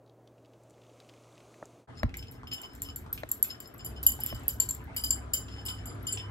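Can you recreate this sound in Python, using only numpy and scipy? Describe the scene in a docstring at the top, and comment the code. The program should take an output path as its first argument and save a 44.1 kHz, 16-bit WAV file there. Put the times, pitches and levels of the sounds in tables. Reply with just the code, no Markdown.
"""In a quiet living room, in mono, a dog cracks a piece of kibble from a hand over ventilation, hum and hiss.
A wooden knock follows, the sound dips briefly, and a two-port microphone then hears a bowl on its stand close by.
There metal collar tags clink, chatter and slide on the rim: contact noise wakes decaying metal modes.
Kibble cracks in bursts of splinters and rustles under the muzzle; the stand is bumped as damped wood modes.
Below lie an indoor rumble of shaped noise and, from about three fifths of the way on, a wavering two-tone drone."""
import sys
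import numpy as np
from scipy import signal
from scipy.fft import rfft, irfft
from scipy.io import wavfile
from scipy.ndimage import uniform_filter1d

SR = 44100
rng = np.random.default_rng(int(sys.argv[2]) if len(sys.argv) > 2 else 0)


def unload_audio(sound):
    """Save the sound as a 16-bit wav file, at the path given as the first command line argument."""
    columns = np.transpose(np.atleast_2d(sound))
    # keep every value between -1 and 1, then stretch to whole-number steps
    steps = np.round(np.clip(columns, -1, 1) * 32767)
    wavfile.write(sys.argv[1], SR, steps.astype(np.int16))


N = 277962
T = np.arange(N) / SR
FREQS = np.fft.rfftfreq(N, 1 / SR)

# All levels are relative: each layer sets its own gain on top.
# tags strike: [t/s, force/dB, squareness on the rim/0-1, squareness on the other tag/0-1, contact tick/dB]
TAG_STRIKES = [(2.17, -35.5, 0.26, 0.76, -27), (2.313, -48, .1, .3, -46), (2.32, -48, 0, 0.6, -36),
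               (2.4757, -49, .16, .1, -43), (2.513, -67, .6, 0, -54), (2.534, -34.5, 0.62, 0, -24),
               (2.616, -45.5, .1, 0.81, -30), (2.734, -57, .1, 0, -39), (2.751, -47, .12, 0.77, -35),
               (2.8194, -31, 0, 0.78, -20), (2.828, -31, 0.3, 0.1, -29), (2.96, -31, 0.2, 0.71, -26),
               (3.128, -24.5, 0.1, 0, -25), (3.161, -54, 0, 0, -48), (3.203, -51, 0, 0, -39),
               (3.29, -40, .1, 0.73, -30), (3.315, -22.5, 0, 0.68, -27.5), (3.4275, -16.5, 0.1, 0.5, -21.5),
               (3.439, -30, .08, 0.8, -25.5), (3.6026, -37.5, 0.56, 0.68, -27.5),
               (3.627, -57, .2, 0.7, -46), (3.6745, -43, .16, 0.64, -52), (3.74, -43.5, .11, 0.02, -51),
               (3.78, -45, 0.3, 0.79, -42), (3.847, -35, 0.75, 0.4, -36), (3.862, -40.5, 0.63, 0.2, -36),
               (4.0297, -24, 0.4, 0.47, -23), (4.065, -22.5, 0.82, .2, -21), (4.0907, -25, 0.3, .35, -28),
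               (4.12, -27, .2, 0.68, -28), (4.153, -42, .2, 0.14, -35), (4.203, -32, 0.63, .05, -30),
               (4.236, -34, .13, .62, -30), (4.262, -25.5, 0.3, 0.68, -19), (4.278, -60, 0.64, .4, -36),
               (4.2946, -39.5, 0.25, 0.7, -39), (4.346, -44.5, 0.75, 0.3, -33),
               (4.395, -46.5, 0, 0.74, -44), (4.434, -55, .1, 0.7, -42), (4.481, -20, 0.34, 0, -18),
               (4.488, -28.5, 0.68, 0.2, -32), (4.6005, -19, 0.51, 0.82, -14.5),
               (4.6887, -25, 0.3, 0.83, -25), (4.7077, -23, 0.1, 0.69, -28), (4.7485, -38.5, 0, 0.7, -34),
               (4.84, -49, 0.05, .2, -48), (4.946, -57.5, 0, 0.2, -43), (4.964, -32, 0.82, .4, -15.5),
               (5.0377, -26.5, 0.75, 0.53, -16.5), (5.106, -29.5, 0.78, 0.94, -20.5),
               (5.335, -21.5, 0.72, 0, -16), (5.653, -40.5, .5, 0.2, -38), (5.661, -43.5, 1, 0.88, -37),
               (5.686, -44.5, 0.98, 0.3, -52), (5.751, -51, 0.2, .5, -46), (5.856, -50.5, .97, 0.8, -37),
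               (5.871, -56.5, 0.94, .51, -50), (5.948, -59, 0.1, 0.35, -61.5),
               (6.029, -51.5, 0, 0.26, -59.5), (6.068, -38.5, 0.98, 0.12, -41),
               (6.124, -35, 0.48, 1, -27.5)]
# spectrum of the hard contact itself: [f/Hz, level/dB]
CONTACT_COLOUR = [(1000, -20), (3000, -16.5), (6000, -31), (8300, -12), (10200, -13.5), (12000, -23.5),
                  (14000, -5.5), (15400, -13), (16000, -20)]
# modes of bowl and tags, before the fur damps them: [f/Hz, level/dB, t60/s]
LOWEST_RING = [(3016, -1, .26), (3042, -8, .17), (3125, -12, .12), (3494, -18, .12)]
BOWL_RING = [(4931, -4.5, .22), (5560, -24, .12), (6368, -22, .17), (7233, -1, .27), (7962, -12, .24),
             (8350, -19, .14), (8597, -27, .18), (9033, -15, .16), (9295, -8, .16), (9930, -8, .12),
             (10008, -4, .24), (10745, -12, .14), (12935, -7, .14), (13034, -11, .15)]
TAG_BEND = [(4200, -24, .12), (4490, -18, .27)]
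TAG_RING = [(6440, -30, .12), (7295, -8, .06), (7333, 0, .11), (7975, -15, .15)]
EDGE_PING = [(11350, -9, .025), (11610, -5, .035), (11717, 0, .045), (11825, -8, .06), (11960, -8, .05),
             (12441, -14, .12), (15560, -13, .03)]
# the many weak modes of tags, ring and buckle: [f/Hz, level/dB]
SHIMMER = [(3000, -11), (6000, -6), (7500, -12), (9700, -3), (10600, -10), (12200, -10.5), (13500, -11),
           (15300, -12), (16000, -22)]
# a tag slides along the rim: [t/s, length/s, level/dB, its lowest ring relative to the rest/dB]
RIM_SLIDES = [(1.967, 0.033, -52.5, -16), (2.18, 0.016, -51.5, 1), (2.215, 0.015, -55.5, 2),
              (2.267, 0.026, -56.5, -5.5), (2.467, 0.025, -56, 9), (2.509, 0.05, -42, 0.5),
              (2.572, 0.041, -58, 11.5), (2.629, 0.035, -51, 3.5), (2.319, 0.047, -69, -1),
              (2.68, 0.079, -68, -4), (2.835, 0.061, -61, 3.5), (2.884, 0.03, -50, 0.5),
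              (3.486, 0.034, -44, -5.5), (3.638, 0.023, -55.5, -13), (3.787, 0.031, -52, 0),
              (3.953, 0.034, -54.5, 1), (4.2, 0.13, -54.5, 7), (5.353, .1, -68, 5), (5.473, 0.16, -57.5, 1),
              (5.65, 0.061, -45, 0), (5.745, 0.074, -59, 1), (6.072, .09, -62, 16.5),
              (6.167, 0.048, -51.5, 8), (6.225, 0.04, -63, 4)]
# low and high modes of the sliding tag, damped by the contact: [f/Hz, level/dB, t60/s]
SLIDE_LOW_MODES = [(3015, 0, .14), (3130, -5, .05), (3520, -10, .05)]
SLIDE_HIGH_MODES = [(4931, -24, .1), (5167, 0, .075), (7120, -12, .06), (7325, -16, .09), (9295, -17, .07),
                    (12440, -20, .05)]
# spectrum of the scrape on the rim and of the hiss at the bowl: [f/Hz, level/dB]
HISS_COLOUR = [(1500, -16), (3000, 26.5), (6000, 15), (9000, 15.5), (12500, 1), (16000, -3)]
# the dog cracks the piece from the hand: [t/s, level/dB, f/Hz]
BITE_CRACKS = [(.062, -63.5, 3780), (.076, -63, 3660), (.096, -57.5, 3490), (.274, -53, 3400),
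               (.381, -60, 2640), (.448, -55.5, 2980), (.458, -59, 3320), (.535, -56, 2830),
               (.635, -60, 7550), (.698, -58, 7450), (.707, -56, 7400), (.816, -54, 3000),
               (.835, -55, 2840), (1.0015, -46, 3540), (1.091, -44.5, 2800), (1.138, -49.5, 2250),
               (1.177, -58, 2360), (1.354, -59, 3580), (1.379, -47.5, 2740), (1.403, -51, 2730),
               (1.541, -48.5, 1980), (1.6556, -46.5, 7500)]
# kibble crushed and shoved in the bowl: [t/s, level/dB, f/Hz]
BOWL_CRUNCHES = [(2.093, -51, 2400), (2.141, -37.5, 2150), (2.227, -47, 2950), (2.433, -43, 1020),
                 (2.642, -46, 1050), (3.063, -46, 864), (3.177, -40, 2610), (3.446, -44.5, 2600),
                 (3.545, -51, 1740), (3.746, -49, 1130), (4.19, -40, 820), (5.484, -46.5, 3020),
                 (5.684, -38.5, 3320), (6.174, -35.5, 2870)]
# dull knocks on wood: [t/s, clack/dB, thud/dB, brightness/dB per octave, highest excited f/Hz]
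WOOD_KNOCKS = [(1.6262, -31, -81, 8, 1700), (2.032, -16.5, -17.5, 7, 15000), (3.234, -23.5, -43.5, 7, 9000),
               (4.326, -25.5, -30.5, 3.5, 9000)]
# modes of the wooden clack: [f/Hz, level/dB, t60/s]
WOOD_MODES = [(326, 2, 0.046), (435, -14, 0.017), (625, 7, 0.018), (770, 12, 0.0058), (1043, -0.5, 0.0098),
              (1382, -12.5, 0.022), (1820, 7.5, 0.0042), (3950, -17.5, 0.0058), (7160, -35, 0.0038),
              (12380, -16, 0.0012)]
# modes of the heavy, low part of a knock: [f/Hz, level/dB, t60/s]
THUD_MODES = [(61.4, 2, 0.082), (84, 5.5, 0.073), (121, -1, 0.086), (155, -4, 0.06), (241.5, -3, 0.0579)]
# background beside the bowl: [t/s, rumble/dB, rustle/dB]
BOWL_LEVELS = [(1.9, -46, -56), (2.14, -43, -59), (2.54, -46, -58.5), (2.6, -62, -57), (2.82, -44.5, -56.5),
               (3.2, -45, -56), (3.32, -52, -54.5), (3.72, -52.5, -56), (3.88, -43.5, -53.5),
               (4.6, -43.5, -53.5), (5.7, -44, -51.5), (5.93, -41, -49.5), (6.3, -46.5, -52.5)]
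# spectra of the indoor rumble and of the rustling kibble: [f/Hz, level/dB]
RUMBLE_COLOUR = [(15, -19), (25, -10), (54, 1.5), (102, -0.5), (116, 1.5), (141, -7.5), (189, -12),
                 (283, -7.5), (316, -29), (354, -10), (395, -35.5), (430, -12.5), (522, -24), (600, -34),
                 (700, -25), (910, -32.5), (1540, -120)]
RUSTLE_COLOUR = [(150, 0.5), (260, 8), (400, 4), (520, -4.5), (650, 1), (900, -12), (1150, -4.5),
                 (1700, -9), (2400, -18), (4000, -50), (9000, -49)]
# an appliance drones on two tones: [low tone f/Hz, high tone f/Hz]
DRONE_TONES_HZ = (64.9, 101.3)
# levels of the drone: [t/s, low tone/dB, high tone/dB]
DRONE_LEVELS = [(3.78, -80, -80), (3.88, -41.5, -70), (4.3, -50.5, -60), (4.9, -48, -56.5),
                (5.201, -43.5, -47.5), (5.65, -46.5, -46.5), (5.95, -44, -36.5), (6.05, -56.5, -47.5),
                (6.3, -52, -44.5)]
# background in the living room: [t/s, ventilation/dB, hiss/dB]
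LOUNGE_LEVELS = [(0, -59.5, -84.5), (.6, -59, -74), (1.0, -58.5, -67), (1.6, -57.5, -64.5),
                 (1.84, -57, -70)]
# spectra of the ventilation and of the hiss in the living room: [f/Hz, level/dB]
VENTILATION_COLOUR = [(30, -13), (80, -5), (130, -2.5), (190, -4.5), (300, 3.5), (420, 2), (620, 2),
                      (900, -8.5), (1400, -17.5), (2200, -26), (5000, -36)]
LOUNGE_HISS_COLOUR = [(710, 1.5), (1200, 8), (1800, -9), (2200, 0.5), (3400, -4), (4200, -4.5),
                      (5500, -6.5), (6150, -1.5), (7800, -5.5), (10800, -13), (14500, -25), (16000, -28)]
# a near source at the two microphone ports: [f/Hz, left minus right/dB, phase by which left leads/rad]
MIC_PORTS = [(100, -1.5, .5), (571.6, 5.5, 1.26), (1510, 0.5, 1.5), (3070, -.5, 2.5), (4240, 4, 1),
             (4930, 7.5, -1.2), (5560, 8.5, -.6), (7250, 3, -.1), (8460, -1, -1.3), (9700, 0, -3.1),
             (11700, 0, -4.65), (12700, 0, -5.4), (15500, 0, -8.4)]
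# how much of the background differs between the ports: [f/Hz, side minus mid/dB]
STEREO_WIDTH = [(60, -23), (125, -13.5), (250, -7.5), (500, -4.5), (1500, 0.5), (8000, -0.5)]

MOVE_S = 1.872  # from the living room to the bowl
NOSING_START_S, NOSING_END_S = 2.15, 4.85  # the dog roots about, and the tags dangle against the rim
RIM_DB, RIM_RANGE_DB = 6, 51.5  # bowl ring after a square blow, and how much a glancing one loses
TAG_DB, TAG_RANGE_DB = 10, 51  # the same for one tag on the other
BEND_DB, BEND_SLOPE = -21, .8  # ring level at which a tag bends fully; extra dB lost per dB below it
RATTLE_T60_S = .13  # how long the small contacts go on after a strike
FREE_RING = 1.2  # longer ring once the rooting has stopped and the tags hang clear of the fur
HUM_HZ, HUM_DB = 118.2, -61
ROOM_T60_S = 0.19
TOP_HZ = 16100  # upper limit of the recorder


def clinks(tag_db=1.0, edge_db=2, shimmer_db=-10.0, contact_db=6, contact_t60=0.012, rise_s=0.00039,
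           bounce_s=0.0056, rebound_db=-11, choked=0.55, rattle_db=-22, rattle_ring_db=-3):
    """Each strike ticks, rings the metal, rebounds once and dies away in a rattle of tiny contacts."""
    rings, ticks, rattle = np.zeros((3, N))
    t, after = T[:SR // 20], T[:SR // 5]
    crowd = weak_modes(count=260, t60=0.22)
    tick = fade(t, contact_t60) * (1 - np.exp(-t / rise_s))
    for s, db, on_rim, on_tag, tick_db in TAG_STRIKES:
        bowl = db + RIM_DB - RIM_RANGE_DB * (1 - on_rim)
        tag = db + TAG_DB - TAG_RANGE_DB * (1 - on_tag)
        # only the hardest blows bend the tag enough to wake its low modes fully
        bend = tag + BEND_SLOPE * min(tag - BEND_DB, 0)
        add(rings, s, undb(bend + tag_db) * jingle(TAG_BEND, 0.71))
        # after a square hit on the bowl a tag swings clear; after a glancing one the fur chokes it
        hold = np.interp(on_rim, [.25, .73], [choked, 1])
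        if s > NOSING_END_S:
            hold *= FREE_RING
        add(ticks, s, undb(tick_db) * rng.standard_normal(len(t)) * tick)
        add(rings, s, undb(bowl) * jingle(LOWEST_RING, hold))
        add(rings, s, undb(bowl) * jingle(BOWL_RING, hold))
        add(rings, s, undb(tag + tag_db) * jingle(TAG_RING, hold))
        add(rings, s, undb(db + edge_db) * jingle(EDGE_PING, hold))
        # the crowd of weak modes follows the lasting rings; a mere edge ping hardly wakes it
        force = np.linalg.norm(undb([bowl, bowl, tag, db]) * [0.462, 0.24, 0.139, 0.027])
        mixture = rng.standard_normal(len(crowd)) @ crowd
        add(rings, s, force * undb(shimmer_db) * mixture)
        # the light rebound only wakes the short, high modes
        again = s + bounce_s * rng.uniform(0.71, 1.2)
        add(rings, again, undb(db + rebound_db) * jingle(EDGE_PING, hold))
        add(ticks, again, undb(tick_db + rebound_db) * rng.standard_normal(len(t)) * tick)
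        # tags, ring and buckle go on jostling each other
        jostle = unit(grains(len(after), 420, 4.5)) * fade(after, RATTLE_T60_S)
        add(rattle, s, undb(rattle_db) * np.hypot(undb(tick_db), undb(bowl + 3)) * jostle)
    rings += undb(rattle_ring_db) * sing(rattle, crowd.sum(axis=0))
    return rings + undb(contact_db) * colour(ticks + rattle, CONTACT_COLOUR)


def jingle(modes, hold, scatter_db=4.5, bloom_cycles=8, free_share=0.32, grip=0.48, twirl=0.85, twirl_hz=32):
    """Struck swinging metal: modes build up, lose much to the contact, then ring on as the tag twirls."""
    hz, db, t60 = np.transpose(modes)[:, :, None]
    t = T[:SR // 4]
    size, detune, pace, angle = rng.standard_normal((4, len(modes), 1))
    # the point of contact loads each mode, so its pitch and weight differ from blow to blow
    hz = hz * (1 + .0011 * detune)
    weight = undb(db + scatter_db * size)
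    decay = (1 - free_share) * fade(t, t60 * hold * grip) + free_share * fade(t, t60 * hold)
    bloom = 1 - np.exp(-hz * t / bloom_cycles)
    facing = 1 + twirl * np.sin(2 * np.pi * twirl_hz * 2 ** (pace / 2) * t + np.pi * angle)
    return np.sum(weight * bloom * decay * facing * np.sin(2 * np.pi * hz * t), axis=0)


def weak_modes(count, t60):
    """A crowd of faint, unrelated metal modes, one a row."""
    hz = rng.uniform(SHIMMER[0][0], SHIMMER[-1][0], (count, 1))
    t = T[:SR // 3]
    return undb(at(SHIMMER, hz)) * fade(t, t60) * np.sin(2 * np.pi * hz * t) / np.sqrt(count)


def slides(scrape_db=-23, chatter_db=-10):
    """A tag skips along the rim in small, uneven contacts that tick and keep the metal singing."""
    rub, low_rub = np.zeros((2, N))
    for s, length, db, low_db in RIM_SLIDES:
        size = int(length * SR)
        skips = undb(db) * unit(grains(size, 550, 4.0)) * signal.windows.tukey(size, .3)
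        add(rub, s, skips)
        add(low_rub, s, undb(low_db) * skips)
    singing = sing(rub, ring(SLIDE_HIGH_MODES)) + sing(low_rub, ring(SLIDE_LOW_MODES))
    scrape = undb(scrape_db) * colour(rub, HISS_COLOUR)
    chatter = undb(chatter_db) * colour(rub, CONTACT_COLOUR)
    return singing + scrape + chatter


def kibble():
    """Kibble breaks under the muzzle in the bowl, heard at both ports with the room's answer."""
    nosing = (NOSING_START_S, NOSING_END_S)
    crushed = BOWL_CRUNCHES + crumbs(nosing, db=-59.5, low_hz=1200, high_hz=4520, count=8)
    dry_cracks = cracks(crushed, t60_at_1khz=0.06, rate=2000, sharpness=4.6, snap_db=14.5)
    return undb(-5.0) * place(dry_cracks, wet_db=-3.5)


def bites():
    """The piece from the hand breaks in the mouth, heard at the left port only."""
    chewed = BITE_CRACKS + crumbs((.7, 1.48), db=-61.0, low_hz=1970, high_hz=3760, count=26)
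    dry_cracks = cracks(chewed, t60_at_1khz=0.046, rate=1100, sharpness=5, snap_db=10)
    return undb(-13.5) * place(dry_cracks, wet_db=-14.0)[0]


def cracks(table, t60_at_1khz, rate, sharpness, snap_db):
    """A brittle piece snaps, then splinters in a fading burst through one resonance; low ones last longer."""
    out, t = np.zeros(N), T[:SR // 6]
    for s, db, hz in table:
        burst = unit(grains(len(t), rate, 3.24)) * fade(t, t60_at_1khz / np.sqrt(hz / 1000))
        burst[0] += undb(snap_db)
        sound = signal.lfilter(*signal.iirpeak(hz, sharpness, fs=SR), burst)
        onset_rms = np.sqrt(np.mean(sound[:SR // 100] ** 2))
        add(out, s, undb(db) * sound / onset_rms)
    return out


def crumbs(span, db, low_hz, high_hz, count):
    """Faint cracks between the loud ones: [t/s, level/dB, f/Hz]."""
    events = strays(span, db, spread_db=5, count=count)
    return [(s, level_db, low_hz * (high_hz / low_hz) ** trait) for s, level_db, trait in events]


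def strays(span, db, spread_db, count):
    """Small events, one at random in each equal slot of a span: [t/s, level/dB, trait/0-1]."""
    when, size, trait = rng.random((count, 3)).T
    s = span[0] + (span[1] - span[0]) * (np.arange(count) + when) / count
    return np.c_[s, db + spread_db * (2 * size - 1), trait]


def knocks(clack_gain_db=-6, thud_gain_db=7, push_s=0.0011, swell_s=0.013, rattle_db=-1, rattle_t60=0.015):
    """Wood clacks and briefly rattles under a short, soft push; the heavy low thud builds a moment later."""
    out = np.zeros(N)
    thud = ring(THUD_MODES)
    t = T[:len(thud)]
    band = signal.butter(2, [250, 2000], "band", fs=SR, output="sos")
    for s, clack_db, thud_db, tilt_db, top_hz in WOOD_KNOCKS:
        clack = ring([(hz, db + tilt_db * np.log2(hz / 700), t60) for hz, db, t60 in WOOD_MODES])
        noise = unit(signal.sosfilt(band, rng.standard_normal(len(t))))
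        rattle = undb(rattle_db) * noise * fade(t, rattle_t60)
        pushed = (clack + rattle) * (1 - np.exp(-t / push_s))
        soft = signal.butter(6, top_hz, fs=SR, output="sos")
        add(out, s, undb(clack_db + clack_gain_db) * signal.sosfilt(soft, pushed))
        add(out, s, undb(thud_db + thud_gain_db) * thud * np.minimum(t / swell_s, 1) ** 2)
    return out


def corner(rumble_gain_db=-2.0, rustle_gain_db=-2.64, hiss_db=-18.0, pellets_db=-7.0, waver_db=3.0, lean_db=4.5):
    """Rumble and a wavering drone; the muzzle rustles through loose kibble, leaning to the left port."""
    rumble_db, rustle_db = curves(BOWL_LEVELS)
    rumble = undb(rumble_db + rumble_gain_db) * air(RUMBLE_COLOUR)
    rustle = undb(rustle_db + rustle_gain_db + 1.4 * walk(9.1)) * air(RUSTLE_COLOUR)
    tumble = undb(rustle_db + pellets_db + 1.8 * walk(15)) * pellets(count=1100)
    hiss = undb(rustle_db + hiss_db + 2 * walk(12.0)) * air(HISS_COLOUR)
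    drone = np.zeros(N)
    for hz, db in zip(DRONE_TONES_HZ, curves(DRONE_LEVELS)):
        drone += undb(db + waver_db * walk(9.8)) * np.sin(2 * np.pi * hz * T + 0.37 * walk(8.3))
    lean = undb(np.array([[lean_db], [-lean_db]]) / 2)
    return rumble + drone + lean * (rustle + hiss) + place(tumble, wet_db=2.5)


def pellets(count, centre_hz=1350, spread_octaves=0.55, cycles=28):
    """Loose pieces tumble against each other, each a tiny damped knock with its own pitch."""
    out, t = np.zeros(N), T[:SR // 12]
    for when, pitch in zip(rng.uniform(0, T[-1], count), rng.standard_normal(count)):
        hz = centre_hz * 2 ** (spread_octaves * pitch)
        add(out, when, fade(t, cycles / hz) * np.sin(2 * np.pi * hz * t))
    return unit(out)


def living_room(ventilation_gain_db=-1):
    """Soft ventilation, a steady hum and a hiss that slowly rises, then eases."""
    ventilation_db, hiss_db = curves(LOUNGE_LEVELS)
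    hum = undb(HUM_DB + 0.29 * walk(2.0)) * np.sin(2 * np.pi * HUM_HZ * T)
    ventilation = unit(colour(rng.standard_normal(N), VENTILATION_COLOUR))
    hiss = unit(colour(rng.standard_normal(N), LOUNGE_HISS_COLOUR))
    return hum + undb(ventilation_db + ventilation_gain_db) * ventilation + undb(hiss_db) * hiss


def air(points):
    """Diffuse noise: alike at both ports in the bass, less related in the treble."""
    mid = colour(rng.standard_normal(N), points)
    side = colour(unit(colour(rng.standard_normal(N), points)), STEREO_WIDTH)
    return unit(mid) + np.array([side, -side])


def place(x, wet_db):
    """A near source reaches the two ports with its own level and phase; the room answers."""
    hz, lean_db, lead = np.transpose(MIC_PORTS)
    # half of each difference goes to either port
    gain = undb(at(np.c_[hz, lean_db], FREQS) / 2)
    half = gain * np.exp(.5j * at(np.c_[hz, lead], FREQS))
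    direct = irfft(rfft(x) * np.array([half, 1 / half]), N)
    t = T[:SR // 2]
    tail = rng.standard_normal((2, len(t))) * fade(t, ROOM_T60_S) * (t > .004)
    tail /= np.sqrt(np.sum(tail ** 2) / 2)
    return direct + undb(wet_db) * signal.fftconvolve(direct, tail, axes=1)[:, :N]


def ring(modes):
    """Modes that decay exponentially."""
    t = T[:SR // 3]
    return sum(undb(db) * fade(t, t60) * np.sin(2 * np.pi * hz * t) for hz, db, t60 in modes)


def sing(x, body):
    """Let contacts excite a ringing body."""
    return signal.fftconvolve(x, body / np.linalg.norm(body))[:N]


def grains(size, rate, spread_db):
    """Sparse clicks of very unequal strength, at a mean rate per second."""
    strength = undb(spread_db * np.minimum(rng.exponential(size=size), np.pi))
    clicks = (rng.random(size) < rate / SR) * rng.choice([-1, 1], size) * strength
    return clicks + 1e-9 * rng.standard_normal(size)  # never wholly silent, so it can be scaled


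def walk(rate):
    """Slow random wander with rms 1, its steps at a rate in Hz."""
    k = int(SR / rate)
    steps = np.repeat(rng.standard_normal(N // k + 1), k)
    return unit(uniform_filter1d(uniform_filter1d(steps, k), k)[:N])


def colour(x, points):
    """Shape a sound by [f/Hz, level/dB] points."""
    return irfft(rfft(x) * undb(at(points, FREQS)), N)


def at(points, hz):
    """Read [f/Hz, value] points on a log-frequency axis."""
    f, value = np.transpose(points)
    return np.interp(np.log(np.maximum(hz, 1)), np.log(f), value)


def curves(table):
    """Each column of a table as a line through time."""
    s, *columns = np.transpose(table)
    return [np.interp(T, s, c) for c in columns]


def fade(t, t60):
    """Exponential decay by 60 dB in t60 seconds."""
    return np.exp(-np.log(1000) * t / t60)


def add(out, s, x):
    """Mix a short sound in at time s."""
    i = int(s * SR)
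    out[i:i + len(x)] += x[:max(N - i, 0)]


def unit(x):
    """Scale to rms 1."""
    return x / np.sqrt(np.mean(x ** 2))


def undb(db):
    """Decibels to gain."""
    return 10 ** (np.asarray(db) / 20)


def scene():
    """The living room is heard in mono; after a short dip the bowl is heard in stereo."""
    before = np.clip((MOVE_S - T) / 0.074, 0, 1)
    after = np.clip((T - MOVE_S) / 0.016, 0, 1)
    # the wall and floor right behind the bowl throw some of the jingling back
    metal = place(clinks() + slides(), wet_db=-10)
    bumps = place(knocks(), wet_db=-18.0)
    lounge = living_room() + bites() + bumps[0]
    bowl = metal + kibble() + bumps + corner()
    return before * lounge + after * bowl


def record(dry):
    """The deepest bass is thinned out, and the recorder cuts the very top."""
    thinned = signal.sosfilt(signal.butter(4, 42, "high", fs=SR, output="sos"), dry)
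    return signal.sosfilt(signal.ellip(8, .2, 70, TOP_HZ, fs=SR, output="sos"), thinned)


dry = scene()
out = record(dry)
unload_audio(out)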